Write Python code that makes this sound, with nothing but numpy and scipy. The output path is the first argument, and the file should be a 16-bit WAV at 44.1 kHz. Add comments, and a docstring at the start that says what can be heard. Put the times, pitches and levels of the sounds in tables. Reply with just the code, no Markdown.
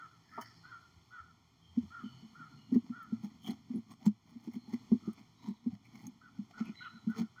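"""Scraping out a pumpkin by the woods.

A metal scoop clinks off a wooden table and rasps through wet pulp; small bubbles pop. Blows on the wall
boom in the cavity, some rebound, and the table groans. Crow caws, faint whistles, a bird-like squeak, a
low drone; background noise ducks and recovers. All arrives twice, about 1 ms apart, a little hollow."""
import sys
import numpy as np
from scipy import signal
from scipy.fft import rfft, irfft
from scipy.io import wavfile

SR = 44100
rng = np.random.default_rng(int(sys.argv[2]) if len(sys.argv) > 2 else 0)


def unload_audio(sound):
    """Save the sound as a 16-bit wav file, at the path given as the first command line argument."""
    columns = np.transpose(np.atleast_2d(sound))
    # keep every value between -1 and 1, then stretch to whole-number steps
    steps = np.round(np.clip(columns, -1, 1) * 32767)
    wavfile.write(sys.argv[1], SR, steps.astype(np.int16))


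N = 326340
TIME = np.arange(N) / SR
FREQS = np.fft.rfftfreq(N, 1 / SR)


def amp(db):
    """Decibels to gain."""
    return 10 ** (np.asarray(db) / 20)


def unit(x):
    """Scale to rms 1."""
    return x / np.sqrt(np.mean(x ** 2) + 1e-20)


def gain_at(spectrum, hz):
    """Gain of an (f/Hz, level/dB) curve, interpolated over log frequency."""
    f, db = np.transpose(spectrum)
    return amp(np.interp(np.log(hz + 1), np.log(f), db))


def colour(x, spectrum):
    """Filter by a spectrum, to rms 1."""
    return unit(irfft(rfft(x) * gain_at(spectrum, FREQS), N))


def lowpass(x, hz):
    """Zero-phase low-pass, 24 dB per octave."""
    return irfft(rfft(x) / (1 + (FREQS / hz) ** 4), N)


def wander(rate_hz):
    """Smooth random motion, rms 1."""
    return unit(lowpass(rng.standard_normal(N), rate_hz))


def resonate(x, hz, width_hz):
    """One resonance applied twice for steep skirts, to rms 1."""
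    b, a = signal.iirpeak(hz, hz / width_hz, SR)
    return unit(signal.lfilter(b, a, signal.lfilter(b, a, x)))


def ring(t, hz, t60_s):
    """One decaying mode."""
    return np.sin(2 * np.pi * hz * t) * amp(-60 * t / t60_s)


def add(mix, at_s, sound):
    """Mix a sound in, cropped to fit."""
    start = round(at_s * SR)
    sound = sound[max(-start, 0):]
    part = mix[max(start, 0):][:len(sound)]
    part += sound[:len(part)]


# Outdoor noise spectrum: f/Hz, level/dB
AIR_SPECTRUM = [(25, -10), (50, 3), (83, -8), (115, 11.5), (170, -6.5), (250, -2), (420, -2), (700, -5.5),
                (1000, -10), (2000, -14.5), (3300, -12.5), (6400, -16), (8500, -31), (15500, -33.5)]
# Background level contour: t/s, level/dB
BACKGROUND_LEVEL = [(0.0, -71.5), (0.33, -78), (0.54, -72.5), (0.84, -73), (1.42, -79), (1.65, -78.5),
                    (1.89, -70.5), (2.16, -71), (2.95, -76), (3.46, -75), (4.16, -82.5), (4.59, -78),
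                    (4.82, -68), (5.77, -84), (5.87, -74.5), (6.26, -79.5), (6.66, -72), (7.4, -76.5)]


def air(level_db=-69, hiss_follow=0.59, rumble_follow=0.5):
    """Outdoor hiss and rumble duck and recover."""
    times_s, db = np.transpose(BACKGROUND_LEVEL)
    shift_db = np.interp(TIME, times_s, db - np.median(db))
    noise = colour(rng.standard_normal(N), AIR_SPECTRUM)
    rumble = lowpass(noise, hz=500)
    hiss = noise - rumble
    return amp(level_db) * (rumble * amp(rumble_follow * shift_db) + hiss * amp(hiss_follow * shift_db))


# Drone partials: f/Hz, level/dB
DRONE_PARTIALS = [(83, -82), (166, -77.5)]


def drone():
    """Two faint low tones, each wavering at random."""
    return sum(amp(db) * wander(rate_hz=5.2) * np.sqrt(2) * np.sin(2 * np.pi * hz * TIME)
               for hz, db in DRONE_PARTIALS)


# Caws: t/s, length/s, level/dB, top pitch f/Hz
CAWS = [(-.05, 0.13, -54.5, 486), (0.315, 0.13, -56.5, 460.4), (.632, 0.16, -52.5, 517),
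        (1.104, 0.12, -52.5, 497), (1.9, 0.15, -52.5, 475), (2.34, 0.15, -55, 484.6),
        (2.91, 0.17, -53.5, 481), (6.21, 0.089, -60.5, 510), (6.529, 0.12, -55.5, 497),
        (6.801, 0.0916, -48, 504.5), (7.083, .1, -54, 509), (7.356, 0.089, -56, 499)]
# Throat response: f/Hz, level/dB
CROW_THROAT = [(450, -58), (950, -26), (1200, -1.5), (1400, 11), (1650, 3.5), (1900, -14.5), (2400, -27.5),
               (3500, -23)]


def crow(jitter=0.026, top_at=0.39, rise=0.1184, drop=0.171):
    """Hoarse harmonic caws; the pitch arches and drops under a steady throat resonance."""
    out, shake, flutter, waver = np.zeros(N), wander(160), wander(200), wander(23)
    for at_s, length_s, db, top_hz in CAWS:
        t = TIME[:int(length_s * SR)]
        span = (max(int(at_s * SR), 0) + np.arange(len(t))) % N
        progress = t / length_s
        droop = rise * np.maximum(1 - progress / top_at, 0) ** 2
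        droop += drop * np.maximum((progress - top_at) / (1 - top_at), 0)
        pitch_hz = top_hz * (1 - droop + jitter * shake[span])
        phase = 2 * np.pi * np.cumsum(pitch_hz) / SR
        voice = sum(gain_at(CROW_THROAT, k * pitch_hz) * np.sin(k * phase) for k in range(1, 8))
        voice *= 1 + 0.28 * flutter[span] + 0.22 * waver[span]
        effort = np.interp(progress, [0, 0.12, 0.35, 0.65, 0.85, 1], [0, 0.6, 1, 1, 0.55, 0])
        add(out, at_s, amp(db) * unit(voice * effort))
    return out


# Scrapes and narrow-band squeals; the 2-3 kHz one near 6.8 s is a bird-like call or squeak:
# peak t/s, length/s, rasp level/dB, hiss level/dB, squeal f/Hz, squeal level/dB
STROKES = [(0.39, .3, -67, -79, 1726, -54), (0.473, 0.68, -105, -102, 5020, -68),
           (1.787, 0.032, -69, -88, 520, -49), (2.747, 0.022, -55, -66, 1830, -59.5),
           (3.249, 0.082, -64, -70.5, 822.5, -68), (3.472, 0.1, -62, -61, 3190, -54),
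           (3.497, 0.084, -52, -77, 745, -51.5), (3.78, 0.078, -91, -79, 800, -73),
           (3.916, 0.066, -57, -69.5, 1080, -64.5), (4.025, 0.064, -63, -78, 715, -61),
           (4.065, 0.035, -48, -54.5, 885, -53), (4.297, 0.17, -71.5, -85, 1070, -90),
           (4.446, 0.16, -68.5, -78, 840, -74), (4.546, 0.079, -66, -71.5, 2130, -74),
           (4.693, 0.08, -73, -79, 850, -67), (4.74, 0.057, -57.5, -75, 1990, -67),
           (4.918, 0.02, -82, -87, 1028, -66.5), (5.08, 0.14, -70.5, -85, 1303, -62),
           (5.196, 0.11, -64, -83, 2290, -73), (5.463, 0.19, -61, -79, 956, -64.5),
           (5.736, 0.087, -66.5, -85, 730, -68), (5.857, 0.045, -74, -79, 2300, -65),
           (5.957, 0.14, -62, -78, 2150, -73.5), (6.03, .12, -71, -76, 835, -67),
           (6.512, 0.034, -64, -81, 653, -57.5), (6.595, 0.061, -55.5, -77, 2060, -73),
           (6.668, 0.13, -63, -96, 2547, -59.5), (6.805, 0.28, -99, -96, 2090, -64),
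           (6.848, 0.21, -100, -95, 2720, -60.5), (7.106, 0.054, -70, -76, 810, -75),
           (7.19, 0.077, -47, -63.5, 442, -44)]
# Spectra of tearing fibres, wet hiss and the hollow wall: f/Hz, level/dB
RASP_SPECTRUM = [(200, -39), (450, 4.5), (650, 4.5), (900, -2), (1300, -5.5), (2100, -6.5), (3200, -11.5),
                 (5000, -10), (7000, -17), (10000, -58.5)]
HISS_SPECTRUM = [(1500, -17), (3200, -17.5), (6300, 11.5), (8000, -6.5), (10000, 3), (13000, -5),
                 (15500, 8), (17000, -20)]
WALL_SPECTRUM = [(60, -55), (115, 0.5), (150, -8), (215, 6.5), (270, 3.5), (340, -10), (500, -29.5),
                 (900, -50.5)]


def scraping(drum_db=4, judder_db=3, clump_db=1.2, bubble_db=-4, drag_rasp_db=-15):
    """Strokes tear fibres, squeeze juice and drum on the wall; most squeals are scoop chatter."""
    rasp, hiss, squeal = np.zeros((3, N))
    grit = slips(per_s=1500, spread_db=0.33)
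    for peak_s, length_s, rasp_db, hiss_db, hz, squeal_db in STROKES:
        span, push = stroke(peak_s, length_s)
        rasp[span] += amp(rasp_db) * push
        hiss[span] += amp(hiss_db) * push
        squeal[span] += amp(squeal_db) * push * resonate(grit[span], hz, width_hz=0.2 * hz)
    judder = amp(judder_db * np.tanh(wander(67)) + clump_db * np.tanh(wander(20)))
    drag = dragging()
    fibres = (rasp + amp(drag_rasp_db) * drag) * colour(grit, RASP_SPECTRUM)
    crackle = slips(per_s=2500, spread_db=3.2)
    juice = hiss * (colour(crackle, HISS_SPECTRUM) + amp(bubble_db) * bubbles())
    wall = (drag + amp(drum_db) * rasp) * colour(slips(per_s=900, spread_db=1.5), WALL_SPECTRUM)
    return judder * (fibres + juice + squeal) + wall


def slips(per_s, spread_db):
    """Random stick-slip clicks of uneven size."""
    size = amp(spread_db * np.minimum(rng.exponential(1, N), 4))
    return size * rng.standard_normal(N) * (rng.random(N) < per_s / SR)


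def stroke(peak_s, length_s, build_share=0.45):
    """Span and envelope of a push and release, within 20 dB of its peak for length_s."""
    build_s, release_s = build_share * length_s, (1 - build_share) * length_s
    span = slice(max(int((peak_s - 3 * build_s) * SR), 0), int((peak_s + 3 * release_s) * SR))
    t = TIME[span] - peak_s
    return span, amp(-20 * np.maximum(-t / build_s, t / release_s))


def bubbles(per_s=9, t60_cycles=60):
    """Tiny bubbles of 14 sizes bursting in the pulp, rms 1."""
    t = TIME[:SR // 20]
    bursts = (signal.oaconvolve(slips(per_s, spread_db=0.84), ring(t, hz, t60_cycles / hz))[:N]
              for hz in np.geomspace(2000, 14000, 14))
    return unit(sum(bursts))


# Hand pressure along the wall: t/s, level/dB
HAND_PRESSURE = [(1.65, -82), (2.1, -74), (2.55, -65), (3.6, -64.5), (4.1, -84), (4.5, -77), (5.1, -65),
                 (5.4, -90), (6.15, -73), (6.4, -65), (7.4, -85)]


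def dragging(uneven_db=3.5, slide_db=-59.5, slide_s=0.13, slide_follow=0.27, lead_s=0.063, lift_db=11):
    """Rubbing envelope: uneven pressure, a slide around each blow, a lift before strong ones."""
    pressure_db = np.interp(TIME, *np.transpose(HAND_PRESSURE)) + uneven_db * wander(17)
    slides = np.zeros(N)
    for at_s, db, *_ in BLOWS:
        span, push = stroke(at_s, slide_s)
        slides[span] += amp(slide_db + slide_follow * (db - MEDIAN_BLOW_DB)) * push
        if db > MEDIAN_BLOW_DB:
            span, lift = stroke(at_s - lead_s, slide_s)
            pressure_db[span] -= lift_db * lift
    return amp(pressure_db) + slides


# Bird whistles: t/s, length/s, level/dB, f/Hz
WHISTLES = [(0.358, 0.18, -73, 4690), (0.527, 0.202, -79, 4245), (1.601, 0.13, -74, 3134),
            (1.973, 0.18, -67, 2988), (1.993, 0.29, -78.5, 4380), (2.432, 0.27, -81, 4260),
            (2.57, 0.053, -70, 2905), (4.512, 0.23, -79.5, 4240), (5.34, 0.19, -69.5, 3850),
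            (6.748, 0.074, -57.5, 3970)]


def birds(glide=0.02, warble=0.021):
    """Thin, unsteady whistles that fall slightly."""
    out, shake = np.zeros(N), wander(210)
    for at_s, length_s, db, hz in WHISTLES:
        progress = np.linspace(0, 1, int(length_s * SR))
        pitch_hz = hz * (1 + glide * (0.5 - progress) + warble * shake[int(at_s * SR):][:len(progress)])
        phase = 2 * np.pi * np.cumsum(pitch_hz) / SR
        add(out, at_s, amp(db) * np.sin(np.pi * progress) * np.sin(phase))
    return out


# Table board modes: f/Hz, width/Hz, level/dB
BOARD_MODES = [(243, 100, -7.5), (414, 130, -3), (660, 73, -1), (955, 85, -4.5), (1165, 220, -4)]


def pickup(knock_s=0.375, knock_db=-49, clink_s=0.411, clink_db=-54.5):
    """The scoop chatters on the boards, then its edge clinks free."""
    out, t = np.zeros(N), TIME[:SR // 8]
    chatter = rng.standard_normal(len(t)) * np.exp(-t / 0.02)
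    knock = sum(amp(db) * resonate(chatter, hz, width_hz) for hz, width_hz, db in BOARD_MODES)
    clink = colour(rng.standard_normal(N), HISS_SPECTRUM)[:len(t)] * np.exp(-t / 0.013)
    add(out, knock_s, amp(knock_db) * unit(knock))
    add(out, clink_s, amp(clink_db) * clink)
    return out


# Ticks and wet pops: t/s, level/dB, f/Hz, t60/s
POPS = [(0.413, -57.5, 3050, 0.13), (3.029, -58, 14540, 0.059), (3.469, -58, 3210, 0.12),
        (3.507, -48, 4130, 0.019), (3.758, -63.5, 10060, 0.061), (3.914, -69, 8420, 0.1),
        (4.063, -52.5, 7560, 0.041), (4.535, -60, 14700, 0.017), (5.132, -57, 8880, 0.0069),
        (5.487, -62, 7780, 0.014), (6.068, -47, 6450, 0.025), (6.655, -62, 11300, .015)]


def pops(snap_db=-6, snap_decay_s=0.0061):
    """A tiny snap with a short high ring."""
    out, t = np.zeros(N), TIME[:SR // 8]
    for at_s, db, hz, t60_s in POPS:
        snap = np.diff(rng.standard_normal(len(t) + 1)) / 2 * np.exp(-t / snap_decay_s)
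        add(out, at_s, amp(db) * (ring(t, hz, t60_s) + amp(snap_db) * snap))
    return out


# Shifts of the pumpkin's weight: t/s, level/dB, f/Hz
WEIGHT_SHIFTS = [(0.931, -67, 82), (1.19, -62, 82.5), (1.68, -64, 85), (1.782, -56, 88), (2.087, -57, 130),
                 (2.361, -58.5, 158), (2.519, -58, 146), (3.151, -63, 121), (5.663, -58, 111.2)]


def rocking(rise_s=0.035, ragged=0.47):
    """The table answers a shift of weight with a soft, uneven groan."""
    out, t, shake = np.zeros(N), TIME[:SR // 2], wander(52)
    for at_s, db, hz in WEIGHT_SHIFTS:
        push = t / rise_s * np.exp(1 - t / rise_s)
        tremor = 1 + ragged * shake[int(at_s * SR):][:len(t)]
        add(out, at_s, amp(db) * push * tremor * np.sin(2 * np.pi * hz * t))
    return out


# Pumpkin wall modes: ratio to cavity pitch, level/dB, t60 factor
WALL_MODES = [(1.2, -23.5, .9), (1.45, -2, 0.17), (1.72, -33.5, 1), (2.0, -33.5, 0.63), (3.401, -57, 0.85)]
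# Scoop blows on the wall: t/s, level/dB, cavity f/Hz, hardness/dB, rebound gain
BLOWS = [(1.77, -22.5, 235.7, -7, 0), (1.829, -43.5, 199, 1, 0.3), (2.032, -37, 222.5, -5.5, 1),
         (2.223, -48, 214.5, 3, 1), (2.718, -22.5, 244, -3, 0.63), (2.7566, -19.5, 232, 5, 0),
         (2.853, -57, 237, -7, 0), (2.895, -33, 231, -13.5, 0.16), (3.121, -27.5, 219, -3, 0.04),
         (3.234, -34.5, 215.4, -0.5, 0.58), (3.486, -31, 215, 4.5, 0.56), (3.698, -33, 229, -8, 0),
         (3.739, -31.5, 244.4, 2.5, 0.2), (3.756, -31, 219, 6, 0.49), (4.064, -18, 206, 0.5, 0.12),
         (4.354, -41.5, 230.5, -4, 0.1), (4.474, -35.5, 230, 8.5, 0), (4.557, -34.5, 224.6, 0, 0.17),
         (4.678, -45, 224, 3.5, 0), (4.732, -29.5, 233, 2.5, 0), (4.917, -18, 225.1, 5, 0.32),
         (5.024, -51, 228, 9, 0.2), (5.076, -28.5, 215, 9.5, 0), (5.479, -32, 211.3, -1, 0.77),
         (5.661, -26, 233.5, -1.5, 0), (5.724, -40.5, 191, -7, 0.26), (6.03, -45, 210, 0, 1),
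         (6.07, -39.5, 236.5, -15, 0.05), (6.384, -34, 207.6, -25, 0.4), (6.603, -28, 220.4, -2.5, 0),
         (6.688, -37.5, 208.5, 3.5, 0), (6.942, -47.5, 208, -8, 0.6), (7.067, -26.5, 211, -6, 0.62),
         (7.185, -39.5, 215.2, -7, 0), (7.203, -28, 213, -1, 0.55)]
MEDIAN_BLOW_DB = np.median([db for _, db, *_ in BLOWS])


def blows(t60_s=0.069, sag=0.12, wall_db=5, crush_db=-14.5, rebound_s=0.02044, rebound_follow=0.096):
    """Soft flesh yields slowly, so the cavity boom swells; a hard edge rings and crushes the wall."""
    out, t = np.zeros(N), TIME[:SR // 2]
    swell = 1 - np.exp(-(t / 0.0097) ** 3)
    wall_swell = 1 - np.exp(-(t / 0.0047) ** 2)
    table = amp(-28.5) * swell * ring(t, hz=110.6, t60_s=0.23)
    for at_s, db, hz, hard_db, rebound in BLOWS:
        pitch_hz = hz * (1 + sag * (np.exp(-t / 0.16) - 0.5))  # sinks as the push relaxes
        wall = sum(amp(mode_db) * ring(t, hz * ratio, t60_s * life)
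                   for ratio, mode_db, life in WALL_MODES)
        boom = swell * ring(t, pitch_hz, t60_s) + amp(wall_db + hard_db) * wall_swell * wall
        flesh = resonate(rng.standard_normal(len(t)), hz=315, width_hz=103)
        crush = amp(crush_db + hard_db) * wall_swell * np.exp(-t / 0.01) * flesh
        blow = amp(db) * (boom / abs(boom).max() + crush + table)
        add(out, at_s, blow)
        # A loosely held scoop skips; a stronger blow throws it further, so it lands later.
        flight_s = rebound_s * amp(rebound_follow * (db - MEDIAN_BLOW_DB))
        add(out, at_s + flight_s, rebound * blow)
    return out


def woods(x, t60_s, tail_db, echo_db, echo_s=0.11, scatter_db=-7, scatter_s=0.033):
    """Trunks smear a far sound and leave a tail; the edge of the trees returns one echo."""
    t = TIME[:SR]
    tail = amp(tail_db) * unit(rng.standard_normal(SR) * amp(-60 * t / t60_s))
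    scatter = amp(scatter_db) * unit(rng.standard_normal(SR) * np.exp(-t / scatter_s))
    response = (tail + scatter) / np.sqrt(SR)
    response[0] += 1  # direct path
    add(response, echo_s, amp([echo_db]))
    return signal.fftconvolve(x, response)[:N]


def scene():
    """The pumpkin close by, the birds far away; mono."""
    near = blows() + rocking() + scraping() + pops() + pickup()
    caws = woods(crow(), t60_s=0.8, tail_db=-15, echo_db=-16)
    whistles = woods(birds(), t60_s=0.77, tail_db=5, echo_db=-9)
    return (near + caws + whistles + drone() + air())[None]


def record(dry, copy_gain=0.89, delay_s=0.000925, gain_db=-1, low_cut_hz=70, high_cut_hz=16000):
    """A close delayed copy carves evenly spaced notches; then a wind filter and the band limit."""
    comb = 1 + copy_gain * np.exp(-2j * np.pi * FREQS * delay_s)
    hollow = amp(gain_db) * irfft(rfft(dry) * comb, N)
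    wind_filter = signal.butter(2, low_cut_hz, "high", fs=SR, output="sos")
    band_limit = signal.firwin(511, high_cut_hz, window=("kaiser", 9), fs=SR)
    return signal.oaconvolve(signal.sosfilt(wind_filter, hollow), band_limit[None], "same")


dry = scene()
out = record(dry)
unload_audio(out)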